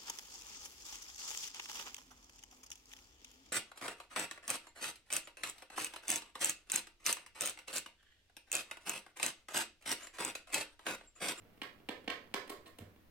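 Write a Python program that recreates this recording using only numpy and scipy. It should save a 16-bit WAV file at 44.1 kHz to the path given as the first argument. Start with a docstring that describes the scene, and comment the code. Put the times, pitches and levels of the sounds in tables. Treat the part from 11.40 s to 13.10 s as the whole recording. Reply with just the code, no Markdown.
"""A gerbil gnaws the edge of a cardboard box in a glass tank, in a quiet, fairly live room.
Each bite snaps a burst of fibres, which rings the board, and lets the wall of the box spring back
with a hollow knock. Faint nibbles and paw shuffles fill the gaps. The box bumps very faintly at the
start, then more clearly, but still softly, at the last bite. The tank rings and echoes around it all,
the room adds its own echo, and a steady, quiet room tone lies beneath."""
import sys
import numpy as np
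from scipy import signal
from scipy.fft import rfft, irfft
from scipy.io import wavfile
from scipy.ndimage import uniform_filter1d

SR = 44100
rng = np.random.default_rng(int(sys.argv[2]) if len(sys.argv) > 2 else 0)


def unload_wav(signal):
    """Save mono or channel-first audio to the path in sys.argv[1] as 16-bit WAV at rate SR, clipped to [-1, 1]."""
    wavfile.write(
        sys.argv[1],
        SR,
        np.round(np.clip(np.atleast_2d(signal).T, -1, 1) * 32767).astype(np.int16),
    )


N = 74970  # length of the scene in samples


def undb(db):
    """Turn decibels into a gain."""
    return 10 ** (np.asarray(db) / 20)


def unit(x):
    """Scale a sound to an energy of one."""
    return x / np.sqrt(np.sum(x ** 2) + 1e-18)


def steady(x):
    """Scale a sound that fills the scene to an average (RMS) level of one."""
    return unit(x) * np.sqrt(N)


def on_bins(points, values):
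    """Join values by straight lines along a log-frequency axis."""
    return np.interp(np.log(np.fft.rfftfreq(N, 1 / SR) + 1), np.log(points), values)


def colour(table):
    """Turn a table of f/Hz, level/dB into a filter response that starts at once (minimum phase)."""
    hz, db = np.array(table).T
    cepstrum = irfft(np.log(undb(on_bins(hz, db))), N)
    # folding the second half onto the first leaves nothing before time zero
    cepstrum[1:N // 2] *= 2
    cepstrum[N // 2 + 1:] = 0
    return unit(irfft(np.exp(rfft(cepstrum)), N))


def ring(modes, size=12000):
    """Add up resonances (f/Hz, width/Hz, peak level/dB): wider ones die sooner; high treble is softened."""
    t = np.arange(size) / SR
    modal = np.zeros(size)
    for hz, width, db in modes:
        decay = np.exp(-np.pi * width * t)
        modal += undb(db) * width * decay * np.cos(2 * np.pi * hz * t)
    soften = signal.butter(3, 5020, fs=SR, output="sos")  # low-pass, Hz
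    return unit(signal.sosfilt(soften, modal))


def through(x, response):
    """Play a sound through a response."""
    return signal.fftconvolve(x, response)[:N]


def place(x, start):
    """Lay a short sound into the scene at a time in seconds."""
    silence = np.zeros(max(int(start * SR), 0))
    return np.concatenate([silence, x, np.zeros(N)])[:N]


def highpass(x, hz, order=2):
    """Take away the bass."""
    return signal.sosfilt(signal.butter(order, hz, "high", fs=SR, output="sos"), x)


AIR_DB, AIR_WIDE_HZ = -65, 830  # average level; how slowly the two sides grow apart with pitch

# Colour of the quiet background: f/Hz, relative level/dB (per Hz)
AIR_COLOUR = [(20, 6), (35, -41), (55, 3), (105, -0.5), (160, -2.5), (260, -2), (500, -9.5), (1000, -17),
              (2000, -17.5), (4000, -25), (8000, -32.5), (15000, -26)]


def air():
    """Steady room tone: coloured noise, more alike on both sides in the bass than higher up."""
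    hz = np.fft.rfftfreq(N, 1 / SR)
    gain = undb(on_bins(*np.array(AIR_COLOUR).T))
    mid = rfft(rng.standard_normal(N)) * gain
    side = rfft(rng.standard_normal(N)) * gain
    side = side * np.clip(0.42 + hz / AIR_WIDE_HZ / 2, 0, .9)
    both = irfft(np.array([mid + side, mid - side]), N)
    return unit(both) * np.sqrt(2 * N) * undb(AIR_DB)


ROOM_DB, ROOM_DELAY_S, ROOM_BUILD_S = -0.5, 0.0032, 0.0077  # added to all bands; wait; time to swell
ROOM_WIDE_HZ = 674  # here half of the echo's energy is shared by both sides

# Echo of the room by band: f/Hz, level/dB, time to fall 60 dB/s,
# balance/dB (left against right; each side takes half of it, times its side number)
ROOM_BANDS = [(102, -7.5, .55, -2), (250, -14, 0.76, -2), (435, 2.5, 0.43, -3.5), (787, -3, 0.32, -3),
              (1180, 4, 0.32, -4), (1580, 3.5, .36, -10.5), (3020, -3, 0.34, -6.5), (4800, -2.5, 0.32, -11),
              (7700, -2, 0.28, -7.5), (13500, -1, 0.2, 3)]


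def room_echo(side, shared):
    """Many blurred reflections: noise dying away band by band at one side, with the bass shared by both."""
    t = np.arange(N) / SR
    hz, db, t60, balance = np.array(ROOM_BANDS).T
    alike = 1 / (1 + (np.fft.rfftfreq(N, 1 / SR) / ROOM_WIDE_HZ) ** 2)
    own = rfft(rng.standard_normal(N))
    noise = np.sqrt(alike) * shared + np.sqrt(1 - alike) * own
    build = 1 - np.exp(-np.maximum(t - ROOM_DELAY_S, 0) / ROOM_BUILD_S)
    out = np.zeros(N)
    for k, share in enumerate(np.eye(len(hz))):
        band = irfft(noise * on_bins(hz, share), N)  # overlaps only with its neighbours
        fade = unit(build * undb(-60 * t / t60[k]))
        out += band * fade * undb(db[k] + side * balance[k] / 2)
    return undb(ROOM_DB) * out


GLASS_DB, GLASS_T60_S, GLASS_PER_S = 0.5, 0.013, 9400  # level; time to fall 60 dB; reflections per second


def glass_echo():
    """Quick, bright reflections between the panes of the tank: random clicks that die fast."""
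    t = np.arange(N) / SR
    clicks = (rng.random(N) < GLASS_PER_S / SR) * rng.standard_normal(N)
    fading = clicks * np.exp(-np.log(1000) * t / GLASS_T60_S)
    return undb(GLASS_DB) * unit(highpass(fading, 880))


TANK_DB, TANK_LEFT_DB = -20.5, -9  # level on the right; the left against the right

# Lingering resonances of the tank: f/Hz, width/Hz, relative peak level/dB
TANK_MODES = [(436.3, 27, 9.5), (1043, 53, 3), (1102, 26, 2.5), (1538, 30, -5), (1697, 27, -25),
              (1835, 28, 20), (2050, 38, -6), (3080, 32, 10)]


def tank_ring(source):
    """The sounds inside set the tank ringing at its own pitches."""
    return undb(TANK_DB) * through(source, ring(TANK_MODES))


# Loose walls of the box: f/Hz, width/Hz, relative peak level/dB
WALL_MODES = [(83, 35, 2), (167.6, 20, 5.5), (217.6, 20, 5.5), (437, 53, -16.5), (593, 20, -7)]


def loose_walls():
    """The low ringing of the loose walls."""
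    return ring(WALL_MODES)


# Hollow inside of the box: f/Hz (before the pitch ratio), width/Hz, relative peak level/dB
HOLLOW_MODES = [(250, 180, -9.5), (269, 130, 3), (375, 23, -13.5), (451.6, 67, 2.5), (562, 54, -3.5),
                (622, 20, -5)]


def hollow_box(pitch=1):
    """The hollow ringing of the box, with all its pitches moved by one ratio."""
    return ring([(hz * pitch, width, db) for hz, width, db in HOLLOW_MODES])


# Stiff board: f/Hz, width/Hz, relative peak level/dB (before the tilt)
BOARD_MODES = [(750, 110, -12), (1101, 59, 7), (1250, 210, -4), (1713, 200, -4), (1845, 150, 2),
               (2110, 154, -1), (2305, 300, 2), (2796, 254, 1.5), (3097, 163, 1.5), (3326, 146, 0),
               (4300, 440, -15), (4810, 200, -22)]


def stiff_board(tilt_db=0):
    """The brighter ringing of the board itself; a tilt in dB per octave makes it brighter or duller."""
    return ring([(hz, width, db + tilt_db * np.log2(hz)) for hz, width, db in BOARD_MODES])


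SHUFFLE_DB, SHUFFLES_PER_S = -70, 160  # level before the effort; pats per second

# Effort of the paws: t/s, level/dB (added to the shuffle level)
PAW_EFFORT = [(0, -0.5), (.4, -4), (.95, 4.5), (1.3, -3), (1.7, -18)]


def shuffle():
    """Paws pat and shift against the box: random taps ring its walls, its inside and its board."""
    pats = (rng.random(N) < SHUFFLES_PER_S / SR) * rng.standard_normal(N)
    box = loose_walls() + undb(-10.5) * hollow_box() + undb(-20) * stiff_board()
    sound = steady(highpass(through(pats, box), 87))
    effort_db = np.interp(np.arange(N) / SR, *np.array(PAW_EFFORT).T)
    return sound * undb(SHUFFLE_DB + effort_db)


BUMP_HZ, BUMP_SAG_HZ_PER_S, BUMP_WOBBLE = 110.7, 230, 0.097  # wobble is a fraction of the pitch
BUMP_RISE_S, BUMP_DECAY_S = 0.017, .027
FLUTTER_DB, FLUTTER_DECAY_S = -12.5, 0.046

# Soft bumps of the box: t/s, level/dB (before the swell and decay)
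BOX_BUMPS = [(0.005, -53.5), (1.395, -39)]


def bump():
    """The box rocks: a low swell that wobbles and sags in pitch, with a flutter of its walls."""
    out = np.zeros(N)
    for start, db in BOX_BUMPS:
        t = np.maximum(np.arange(N) / SR - start, 0)
        swell = 1 - np.exp(-(t / BUMP_RISE_S) ** 2)
        wobble = steady(uniform_filter1d(rng.standard_normal(N), size=400))
        hz = (BUMP_HZ - BUMP_SAG_HZ_PER_S * t) * (1 + BUMP_WOBBLE * wobble) * (t > 0)
        rocking = np.sin(2 * np.pi * np.cumsum(hz) / SR) * np.exp(-t / BUMP_DECAY_S)
        rattle = steady(through(rng.standard_normal(N), loose_walls()))
        flutter = rattle * np.exp(-t / FLUTTER_DECAY_S)
        out += undb(db) * swell * (rocking + undb(FLUTTER_DB) * flutter)
    return out


SNAPS_PER_S, FIBRES_PER_S, SNAP_SPREAD_DB = 3000, 4600, 7.5  # coarse breaks; fine breaks; uneven strength
CRACK_GROWTH_DB, FIZZ_GROWTH_DB = 7, -4  # change of strength over a burst


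def snaps(length, rate, growth_db, size=2048, order=96):
    """A burst of fibres breaking at random moments, evened out so that it has no colour of its own."""
    chance, strength = rng.random(size), rng.standard_normal((2, size))
    progress = np.arange(size) / max(length * SR, 2)
    breaks = (progress < 1) & (chance < rate / SR)
    breaks[0] = True  # the first fibre always breaks at once
    spread_db = SNAP_SPREAD_DB * np.minimum(strength[1], 1.5)
    gain = undb(spread_db + growth_db * np.minimum(progress, 1))
    burst = breaks * np.sign(strength[0]) * gain
    # linear prediction: how the burst resembles itself gives the filter that flattens it
    likeness = np.correlate(burst, burst, "full")[size - 1:]
    lag = np.arange(order)
    evener = np.linalg.solve(likeness[abs(lag[:, None] - lag)], lag == 0)
    return unit(signal.lfilter(evener, 1, burst))


# Fine fibres tearing: f/Hz, relative level/dB (before the tilt)
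FIZZ_COLOUR = [(500, -21), (2000, -9), (4000, 0.5), (6200, -6), (8100, -1), (10500, -5.5), (13000, 0),
               (16000, -6.5)]


def fibre_fizz(tilt_db):
    """The hissy colour of fine fibres, with a tilt in dB per octave."""
    return colour([(hz, db + tilt_db * np.log2(hz)) for hz, db in FIZZ_COLOUR])


KNOCK_DB, CRACK_DB, FIZZ_DB = -9.5, -11.5, -21.5  # added to the levels of every bite and nibble
FIZZ_STRETCH = 1.2  # fine fibres go on a little longer


def tear(start, length, crack_db, fizz_db, tilt_db, board):
    """Coarse fibres ring the board while fine ones fizz; the bass is taken from both."""
    coarse = snaps(length, SNAPS_PER_S, CRACK_GROWTH_DB)
    fine = snaps(length * FIZZ_STRETCH, FIBRES_PER_S, FIZZ_GROWTH_DB)
    crack = unit(through(place(coarse, start), board))
    fizz = unit(through(place(fine, start), fibre_fizz(tilt_db)))
    both = undb(CRACK_DB + crack_db) * crack + undb(FIZZ_DB + fizz_db) * fizz
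    return highpass(both, 336)


PUSH_S, REBOUND_AT = .0011, 0.6645  # length of a push; start of the rebound as a fraction of the tear
REBOUND_DB, KNOCK_GRIT_DB = 10, 5.5  # rebound against the first jerk; snaps against both pushes


def knock(start, length, hollow, size=2048):
    """The wall jerks as the tear starts and springs back later in it; so small a wall radiates little bass."""
    t = np.arange(size) / SR

    def push(at):
        return np.sin(np.pi * np.clip((t - at) / PUSH_S, 0, 1)) ** 2

    force = unit(-push(0) - undb(REBOUND_DB) * push(REBOUND_AT * length))
    force = force + undb(KNOCK_GRIT_DB) * snaps(length, SNAPS_PER_S, CRACK_GROWTH_DB)
    return unit(highpass(through(place(force, start), hollow), 200, order=4))


NIBBLE_S = 0.00531  # length of the tear

# Light nibbles: t/s, knock level/dB, crack level/dB, fizz level/dB (each added to its shared level)
LIGHT_NIBBLES = [(0.048, -28, -41, -43), (0.174, -27, -33.5, -31), (0.231, -21, -16, -12),
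                 (0.399, -25, -36.5, -45), (0.642, -24, -31, -27), (1.075, -22.5, -23, -15.5),
                 (1.121, -28, -25, -28), (1.276, -25, -30.5, -17.5), (1.559, -29, -37, -36)]


def nibbling():
    """Light nibbles: small tears and knocks, all of one length and with the same box and board."""
    out = np.zeros(N)
    hollow, board = hollow_box(), stiff_board()
    for start, knock_db, crack_db, fizz_db in LIGHT_NIBBLES:
        out += tear(start, NIBBLE_S, crack_db, fizz_db, 0, board)
        out += undb(KNOCK_DB + knock_db) * knock(start, NIBBLE_S, hollow)
    return out


# Bites: t/s, length of the tear/s, knock level/dB, crack level/dB, crack tilt/(dB per octave),
# fizz level/dB, fizz tilt/(dB per octave), pitch of the knock (ratio); levels add to the shared ones
GNAWING_BITES = [(0.2168, 0.0056, -9.5, -4.5, 0, -9, -4, 0.96),
                 (0.488, 0.0056, -1.5, -4.5, 4.5, -4, -4.5, 0.96),
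                 (0.6763, 0.0057, -1.5, -1.5, -0.5, -14, 0, 1.01),
                 (0.701, 0.0054, -14.5, -0.5, -1, -4.5, -4.5, 0.97),
                 (0.940, .0056, -2.5, 1.5, 0, 7, -6.5, 0.89),
                 (1.0956, 0.0046, -17, -16, -17, -2, -4.5, 0.98),
                 (1.0993, 0.00556, -9.5, -10.5, -16.5, -3, -1, 1.32),
                 (1.2582, .014, -20.5, -19.5, -6.5, -12.5, -5, 1.02),
                 (1.3858, 0.0063, -15, -21.5, 0.5, -9.5, -0.5, 1.02)]


def gnawing():
    """Bites that tear the board and knock the box, each with its own brightness and pitch."""
    out = np.zeros(N)
    for start, length, knock_db, crack_db, crack_tilt_db, fizz_db, fizz_tilt_db, pitch in GNAWING_BITES:
        out += tear(start, length, crack_db, fizz_db, fizz_tilt_db, stiff_board(crack_tilt_db))
        out += undb(KNOCK_DB + knock_db) * knock(start, length, hollow_box(pitch))
    return out


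LEFT_LAG_S, LEFT_DB = .00013, -2.5  # direct sound: later on the left; left level against the right


def scene():
    """The animal is a little to the right, heard directly, off the glass and through the room."""
    source = shuffle() + bump() + nibbling() + gnawing()
    tank = tank_ring(source)
    left = undb(LEFT_DB) * (place(source, LEFT_LAG_S) + through(source, glass_echo()))
    left = left + undb(TANK_LEFT_DB) * tank
    right = source + through(source, glass_echo()) + tank
    shared = rfft(rng.standard_normal(N))
    left = left + through(source, room_echo(0.87, shared))
    right = right + through(source, room_echo(-1, shared))
    return np.array([left, right]) + air()


def record(dry):
    """The recorder cuts the top: a steep low-pass at 16100 Hz."""
    return signal.sosfilt(signal.ellip(10, .2, 70, 16100, fs=SR, output="sos"), dry)


dry = scene()
out = record(dry)
unload_wav(out)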